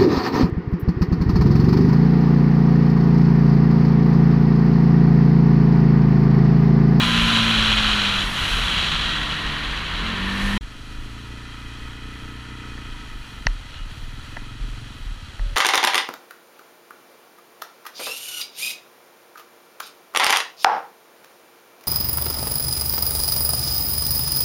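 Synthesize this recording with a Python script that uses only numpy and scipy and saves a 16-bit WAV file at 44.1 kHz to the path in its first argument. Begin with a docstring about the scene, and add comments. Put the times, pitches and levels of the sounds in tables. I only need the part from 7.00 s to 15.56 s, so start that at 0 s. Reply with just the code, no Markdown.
"""A single-cylinder quad bike, heard from a camera in a plastic case on the rider's helmet.
First it runs along a wet lane in tyre roar and wind, its firing pulses ringing the airbox; it eases
off, splashes through a puddle and pulls again. After a blink of silence it crawls down a stony trail
toward a stream: the engine swells, jolts swing the mount and knock the case, and at last the exhaust
sinks to a slow chug as the brake moans."""
import sys
import numpy as np
from scipy import signal
from scipy.fft import rfft, irfft
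from scipy.io import wavfile
from scipy.ndimage import uniform_filter1d, map_coordinates

SR = 44100
rng = np.random.default_rng(int(sys.argv[2]) if len(sys.argv) > 2 else 0)


def output_pcm(signal):
    """Save a mono or channel-first signal as 16-bit PCM at the path in sys.argv[1].

    Samples are clipped to [-1, 1] before scaling.
    """
    pcm = np.clip(np.atleast_2d(signal).T, -1, 1) * 32767
    wavfile.write(sys.argv[1], SR, np.round(pcm).astype(np.int16))


N = 377496
FFT_SIZE = 2 ** 19
TIME = np.arange(N) / SR
FREQ = np.maximum(np.arange(FFT_SIZE // 2 + 1) * SR / FFT_SIZE, 1)

# spectrum of tyre contact noise (frequency [Hz], relative density [dB])
TYRE_SPECTRUM = [(150, -6), (400, -18), (700, -13), (1000, -12), (1350, -1.5), (2100, -8.5), (2500, -4.5),
                 (3100, 2), (4000, -1.5), (4600, -16), (5500, -21), (6800, -22), (9000, -32), (15000, -66)]


def amp(db):
    """Decibels to amplitude ratio."""
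    return 10 ** (np.asarray(db) / 20)


def unit(x):
    """Normalisation to rms 1."""
    return x / np.sqrt(np.mean(x ** 2))


def curve(points):
    """Linear interpolation of (time [s], value) points."""
    return np.interp(TIME, *np.transpose(points))


def held(start_s, end_s, fade_s):
    """Trapezoidal envelope, its fades centred on the start and the end."""
    return np.clip(.5 + np.minimum(TIME - start_s, end_s - TIME) / fade_s, 0, 1)


def swells(table):
    """Gaussian rises and falls of level, in dB."""
    return sum(db * np.exp(-((TIME - s) / half_s) ** 2) for s, half_s, db in table)


def walk(rate_hz):
    """Smooth random modulation of rms 1, with rate_hz new values a second."""
    coarse = TIME[::16]
    smooth = map_coordinates(rng.standard_normal(8192), [coarse * rate_hz], order=2, mode="wrap")
    return unit(np.interp(TIME, coarse, smooth))


def filtered(x, response):
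    """Linear filtering: the spectrum times a frequency response."""
    return irfft(rfft(x, FFT_SIZE) * response)[:N]


def resonances(modes):
    """Response of parallel damped resonators (frequency [Hz], width [Hz], gain [dB]), signs alternating."""
    return sum((-1) ** k * amp(db) / (1 + 1j * (FREQ - hz ** 2 / FREQ) / width)
               for k, (hz, width, db) in enumerate(modes))


def noise(spectrum):
    """Spectrally shaped Gaussian noise of rms 1."""
    hz, db = np.transpose(spectrum)
    return unit(filtered(rng.standard_normal(N), amp(np.interp(np.log(FREQ), np.log(hz), db))))


def tones(table, waver, grain, fade_s):
    """Gliding sinusoids, randomly modulated in frequency (waver) and amplitude (grain)."""
    out = 0
    for start_s, end_s, start_hz, end_hz, db in table:
        hz = np.interp(TIME, [start_s, end_s], [start_hz, end_hz]) * (1 + waver * walk(120))
        line = np.sin(2 * np.pi * np.cumsum(hz) / SR) * (1 + grain * walk(260))
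        out = out + unit(line) * held(start_s, end_s, fade_s) * amp(db)
    return out


def strokes(cycle, jitter, scatter_db, offset=0):
    """Quasi-periodic impulse train, one pulse an engine cycle; jitter and offset are in cycles."""
    timing, strength = rng.standard_normal((600, 2)).T
    at = np.interp(np.arange(len(timing)) + offset + jitter * timing, cycle, np.arange(N), right=-1)
    pulses = np.zeros(N)
    np.add.at(pulses, at[at > 0].astype(int), amp(scatter_db * strength[at > 0]))
    return pulses


def throb(cycle, depth):
    """Amplitude modulation once a crank turn, two turns a cycle."""
    return unit(1 + depth * np.cos(4 * np.pi * cycle))


def gas_pulses(cycle, orders, smear, scatter_db, stretch=1):
    """Fourier series of valve-shaped pulses; a quadratic phase smears each in time, as the pipe does."""
    multiple, db = np.transpose(orders)
    wave = 0
    for k in range(1, int(multiple[-1]) + 1):
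        place = k * stretch
        gain = amp(np.interp(place, multiple, db, left=-60))
        wave = wave + gain * np.cos(2 * np.pi * k * cycle + smear * place ** 2)
    return unit(wave) * amp(scatter_db * walk(30))


def wind():
    """Turbulent pressure buffets the case and drops as the quad slows."""
    # buffeting spectrum (frequency [Hz], relative density [dB])
    spectrum = [(12, -11), (25, -9.5), (42, 3.5), (65, -9), (100, -14.5), (160, -16), (300, -29.5),
                (800, -79)]
    return noise(spectrum) * amp(-30 - .5 * TIME + .1 * walk(5.3))


def stream():
    """Running water radiates broadband noise with a slight flutter."""
    # water spectrum (frequency [Hz], relative density [dB])
    spectrum = [(80, 11.5), (300, 1), (600, -2.5), (1000, -0.5), (1400, 4.5), (2200, -2.5), (3200, 4),
                (4100, 1), (5000, -7.5), (7000, -11), (9500, -17), (11500, -23), (15300, -33)]
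    return noise(spectrum) * amp(-43.5 + .5 * walk(12) + .84 * walk(460))


def rumble():
    """Low-frequency noise on the trail, slowly modulated in level."""
    # rumble spectrum (frequency [Hz], relative density [dB])
    spectrum = [(12, -7), (24, 8.5), (40, -6), (70, -7.5), (120, -26), (300, -25), (800, -52.5)]
    return noise(spectrum) * amp(-39 + 2.1 * walk(7))


def grit():
    """Friction of tyres on loose stones gives a short, rough burst of noise."""
    return noise(TYRE_SPECTRUM) * held(6.69, 6.79, fade_s=.028) * amp(-48.5 + 4.7 * walk(250))


def squeals():
    """Friction-excited vibration: a spring squeaks, and later the brake moans."""
    # spring and brake tones (start [s], end [s], start pitch [Hz], end pitch [Hz], level [dB])
    spring = [(6.74, 6.84, 2820, 2930, -51)]
    brake = [(8.41, 8.6, 570, 568, -54.5)]
    moan = tones(brake, waver=.0036, grain=.28, fade_s=.025)
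    return moan + tones(spring, waver=.006, grain=.52, fade_s=.025)


def spray(drying_db_per_s=4.5):
    """Droplets thrown by the tyres merge into a hiss that decays as the lane dries."""
    # spray spectrum (frequency [Hz], relative density [dB])
    spectrum = [(2000, 3), (5000, 2), (8000, -3.5), (10500, -5.5), (12000, -9.5), (15300, -17)]
    # water under the tyres (centre time [s], half length [s], gain [dB])
    puddles = [(1.52, 0.29, 6.5), (3.52, 0.26, 13)]
    return noise(spectrum) * amp(-36.5 - drying_db_per_s * TIME + swells(puddles) + walk(700))


def tyres(drying_db_per_s=3.5):
    """Rolling contact radiates a broadband roar that decays as the lane dries."""
    # swells and lulls of the roar (centre time [s], half length [s], gain [dB])
    surges = [(.34, 0.096, 2.5), (.85, 0.48, 4.5), (1.3, 0.061, -8), (1.88, 0.34, 5.5), (3.07, .1, 2)]
    roar_db = -21 - drying_db_per_s * TIME + swells(surges)
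    return noise(TYRE_SPECTRUM) * amp(roar_db + .64 * walk(30.59) + 1.35 * walk(400))


def hums():
    """The engine's third harmonic hums at first, under open throttle; lower gliding hums follow."""
    # hums (start [s], end [s], start pitch [Hz], end pitch [Hz], level [dB])
    glides = [(-.1, .45, 171.1, 169.1, -29.5), (1.2, 1.9, 144.2, 131.7, -41),
              (1.55, 2.7, 164.7, 141.3, -39.5)]
    return tones(glides, waver=.016, grain=.24, fade_s=.39)


def mount_bumps():
    """Damped oscillations: each jolt swings the helmet mount for a few cycles, and one brief 122 Hz ring gives
    the hard knock at 6.47 s its low thud."""
    # jolts, and the low thud of the hard knock (time [s], envelope peak [dB], frequency [Hz], rise time [s])
    jolts = [(1.501, -18.5, 38.4, .035), (2.71, -23.5, 36, 0.023), (3.42, -19.5, 35.2, 0.038),
             (3.61, -25.5, 37.4, .02), (5.9, -29, 29.8, 0.033), (6.466, -14.5, 35, 0.02),
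             (6.461, -18.5, 122, 0.0021), (6.789, -25, 34, 0.025), (7.6, -22, 37.5, 0.034),
             (8.061, -22, 36, 0.025), (8.394, -16, 36.2, 0.033)]
    out = np.zeros(N)
    for s, db, hz, rise_s in jolts:
        age = np.maximum(TIME - s, 0)
        rise = age / rise_s
        out += amp(db) * (rise * np.exp(1 - rise)) ** .83 * np.sin(2 * np.pi * hz * age)
    return out


def case_knocks(rebound_s=.0011, rebound=.35):
    """An impact and its rebound excite the modes of the case; softer contact is duller."""
    # impacts (time [s], peak level [dB], contact cutoff [Hz])
    impacts = [(5.778, -31, 2400), (6.4682, -6, 4000), (7.3655, -27, 900), (7.3685, -20, 1400),
               (7.374, -28, 900), (8.394, -25.5, 1300)]
    # modes of the plastic case (frequency [Hz], width [Hz], gain [dB])
    modes = [(590, 150, -7), (940, 100, -7), (1350, 220, -5), (1780, 220, 1), (1990, 200, 1.5),
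             (2750, 400, -9), (4200, 550, -8), (6100, 650, -6)]
    body = resonances(modes) / (1 + (FREQ / 6500) ** 40)
    out = np.zeros(N)
    for s, db, cutoff_hz in impacts:
        contact = np.exp(-2j * np.pi * FREQ * s) * (1 + rebound * np.exp(-2j * np.pi * FREQ * rebound_s))
        softness = 1 + 1.4j * FREQ / cutoff_hz - (FREQ / cutoff_hz) ** 2
        tap = irfft(body * contact / softness)[:N]
        out += amp(db) * tap / np.abs(tap).max()
    return out


def transmission():
    """Periodic contact in the drive: the gears whine and the belt whirrs."""
    # gear and belt tones (start [s], end [s], start pitch [Hz], end pitch [Hz], level [dB])
    gear = [(-.1, .52, 1029, 1008, -34.5)]
    belt = [(-.1, 1.17, 2463, 2465, -34), (2.1, 2.7, 1915, 1854, -38), (3.18, 3.7, 1788, 1820, -35)]
    whine = tones(gear, waver=.0037, grain=.13, fade_s=.26)
    return whine + tones(belt, waver=.01085, grain=.67, fade_s=.083)


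def lane_clatter(cycle, revs):
    """At speed, mechanical impacts merge into noise modulated by the crank."""
    # clatter spectrum (frequency [Hz], relative density [dB])
    spectrum = [(250, -6), (650, -10), (820, -8), (1000, 0.5), (1350, -2.5), (1900, -0.5), (2250, -4),
                (3200, -6.5), (4400, -12), (7000, -46)]
    return noise(spectrum) * throb(cycle, depth=.081) * amp(-27.5 + 6.5 * np.log2(revs) + .37 * walk(40))


def crankcase_rattle(cycle, revs, clicks=24):
    """Rubbing, and clicks of valves, chain and gears at set crank angles, excite the crankcase modes."""
    # crankcase modes (frequency [Hz], width [Hz], gain [dB])
    modes = [(950, 75, -9), (1283, 35, -1), (1420, 104, -8.5), (1770, 94, -7.5), (1985, 82, -5),
             (2488, 75, -5.5), (3175, 160, -8)]
    rubbing = rng.standard_normal(N) * throb(cycle, depth=.077) * amp(2 * walk(300))
    ticks = unit(sum(amp(3.6 * size) * strokes(cycle, jitter=.002, scatter_db=0, offset=angle)
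                     for angle, size in zip(rng.random(clicks), rng.standard_normal(clicks))))
    rattle = unit(filtered(rubbing + amp(-2) * ticks, resonances(modes) * resonances([(1870, 4900, 0)])))
    # the rider looks down, turning the camera toward the engine
    facing_db = 3 * held(4.35, 7.43, fade_s=.28)
    return rattle * amp(-46.5 + 6 * np.log2(revs) + facing_db)


def lane_shake(cycle, revs):
    """Piston inertia shakes the body once a turn, hardest at high revs."""
    return np.cos(4 * np.pi * cycle) * revs ** 6 * amp(-27)


def trail_shake(cycle, revs, pull):
    """The piston's inertial force grows with the square of engine speed."""
    return np.sin(4 * np.pi * cycle) * revs ** 2 * amp(-37 + 2.5 * pull + .5 * walk(11))


def lane_exhaust(cycle, firing_hz, shut):
    """Harmonics of the firing rate, louder under throttle and while the engine gains speed."""
    # exhaust harmonics (order [multiple of firing rate], relative level [dB])
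    orders = [(1, 5), (2, -3), (3, -4), (4, 2), (5, -11), (6, -6), (7, -6), (8, -5.5), (9, -9), (10, -8.5)]
    gaining = uniform_filter1d(np.clip(np.gradient(firing_hz) * SR, 0, 1), size=SR // 3)
    bark = gas_pulses(cycle, orders, smear=.088, scatter_db=2) * amp(-38.5 - 7 * shut + 4.5 * gaining)
    # the seventh harmonic drones while the throttle is nearly shut
    overrun = np.cos(2 * np.pi * 7 * cycle) * held(2.08, 2.77, fade_s=.24) * amp(-40)
    return bark + overrun


def trail_bark(cycle, revs, pull, cutoff_hz=162):
    """Exhaust and intake pulses alternate; the tailpipe radiates little below its cutoff."""
    # harmonics at revs = 1 (order [multiple of firing rate], relative level [dB])
    orders = [(4, -24), (5, 6), (6, -1), (7, 1.5), (8, 1.5), (9, 1.5), (10, 4), (11, -5), (12, -8),
              (13, -18), (14, -7.5), (15, -7.5), (16, -18), (18, -29), (20, -26)]
    stretch = revs ** .83  # the pipe makes the spectrum climb less than the revs
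    outlet = gas_pulses(cycle, orders, smear=.04, scatter_db=1.6, stretch=stretch)
    gulp = gas_pulses(cycle + .5, orders, smear=0, scatter_db=2, stretch=stretch) * .4 * revs
    radiation = 1 / np.sqrt(1 + (cutoff_hz / FREQ) ** 16)
    return filtered(outlet + gulp, radiation) * amp(-43.5 + 16.5 * np.log2(revs) + 4.5 * pull)


def silencer_beats(cycle, revs, pull):
    """Each firing rings the silencer's resonance as a thud; a deeper chug emerges near idle."""
    # thud and chug resonances (frequency [Hz], width [Hz], gain [dB])
    thud_mode = [(114, 26, 0)]
    chug_mode = [(84, 28, 0)]
    firing = strokes(cycle, jitter=.004, scatter_db=1) / np.sqrt(revs)
    firing *= amp(4 * (1 - revs) * walk(20))  # slow firings are less even
    thud = unit(filtered(firing * revs, resonances(thud_mode) * resonances([(105, 50, 0)])))
    chug = unit(filtered(firing / revs ** 2, resonances(chug_mode) * resonances([(84, 50, 0)])))
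    thud_db = -45 + 4.5 * np.log2(revs) + 8 * pull
    chug_db = -45.5 + .5 * np.log2(revs) - .5 * pull
    return thud * amp(thud_db) + chug * amp(chug_db)


def airbox_boom(cycle, shut):
    """Intake pulses drive the airbox's cavity resonance, which fades as the throttle shuts."""
    # airbox resonance (frequency [Hz], width [Hz], gain [dB])
    cavity = [(213.4, 21, 0)]
    pulses = strokes(cycle, jitter=.003, scatter_db=.7)
    boom = unit(filtered(pulses, resonances(cavity) * resonances([(199.5, 43, 0)])))
    return boom * amp(-19 - 28 * shut)


def lane():
    """At speed the firings fuse into a pitch, superposed on drive, tyre and wind noise."""
    # engine speed (time [s], firing rate [Hz])
    speed = [(0.0, 59.1), (0.13, 57.24), (0.48, 56.3), (0.7, 53.64), (0.79, 54), (1.3, 47.32), (1.85, 44.2),
             (2.84, 41.7), (3.07, 43.85), (3.21, 47.7), (3.57, 50.84)]
    # the rider eases off, coasts and pulls again (time [s], opening [0-1])
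    throttle = [(0, 1), (.5, 0.9), (.72, 0.57), (1.15, .48), (1.3, 0.43), (2.92, 0), (3.1, 0.61),
                (3.55, 0.78)]
    firing_hz, shut = curve(speed), 1 - curve(throttle)
    cycle, revs = np.cumsum(firing_hz) / SR, firing_hz / firing_hz.max()
    engine = airbox_boom(cycle, shut) + lane_exhaust(cycle, firing_hz, shut)
    engine += lane_shake(cycle, revs) + lane_clatter(cycle, revs)
    return engine + transmission() + tyres() + hums() + spray() + wind()


def trail(crawl_hz=30):
    """At a crawl the firings separate into beats, superposed on the stream and the stones."""
    # engine speed (time [s], firing rate [Hz])
    speed = [(3.62, 24.2), (3.8, 24.7), (4.05, 27.8), (4.4, 29.6), (4.62, 28.7), (4.84, 29.6), (5.55, 30.4),
             (5.87, 29.1), (6.08, 25.3), (6.37, 22.9), (6.53, 20.7), (6.95, 18), (7.2, 19.8), (7.6, 23.4),
             (7.9, 22), (8.12, 18), (8.56, 15.8)]
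    # pulls on the throttle (start [s], end [s], opening [0-1])
    pulls = [(3.9, 4.35, 0.3), (5.3, 5.803, 0.3), (6.92, 7.954, 0.85)]
    firing_hz = curve(speed)
    cycle, revs = np.cumsum(firing_hz) / SR, firing_hz / crawl_hz
    pull = sum(opening * held(start_s, end_s, fade_s=.24) for start_s, end_s, opening in pulls)
    engine = silencer_beats(cycle, revs, pull) + trail_bark(cycle, revs, pull)
    engine += trail_shake(cycle, revs, pull) + crankcase_rattle(cycle, revs)
    return engine + stream() + grit() + rumble() + squeals()


def scene():
    """The lane, a blink of silence, then the trail, with bumps and knocks superposed."""
    lane_end_s, trail_start_s = 3.578, 3.610
    on_lane = uniform_filter1d((TIME < lane_end_s) * 1., size=64)
    on_trail = uniform_filter1d((TIME > trail_start_s) * 1., size=64)
    return (on_lane * lane() + on_trail * trail()
            + (on_lane + on_trail) * (mount_bumps() + case_knocks()))[None]


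def record(dry):
    """Resonances of the closed case colour everything; the camera's low-pass cuts the top."""
    # peaks and notches of the case (frequency [Hz], width [Hz], gain [dB])
    colour = [(2100, 44, -0.5), (3633, 111, -9), (5140, 200, -4), (5570, 87, 4.5), (7300, 82, -5.5),
              (10260, 460, 6)]
    colour_db = sum(db * np.exp(-((FREQ - hz) / width) ** 2) for hz, width, db in colour)
    low_pass = signal.ellip(10, .2, 80, 15300, fs=SR, output="sos")
    return signal.sosfilt(low_pass, filtered(dry[0], amp(colour_db)))[None]


dry = scene()
out = record(dry)
output_pcm(out)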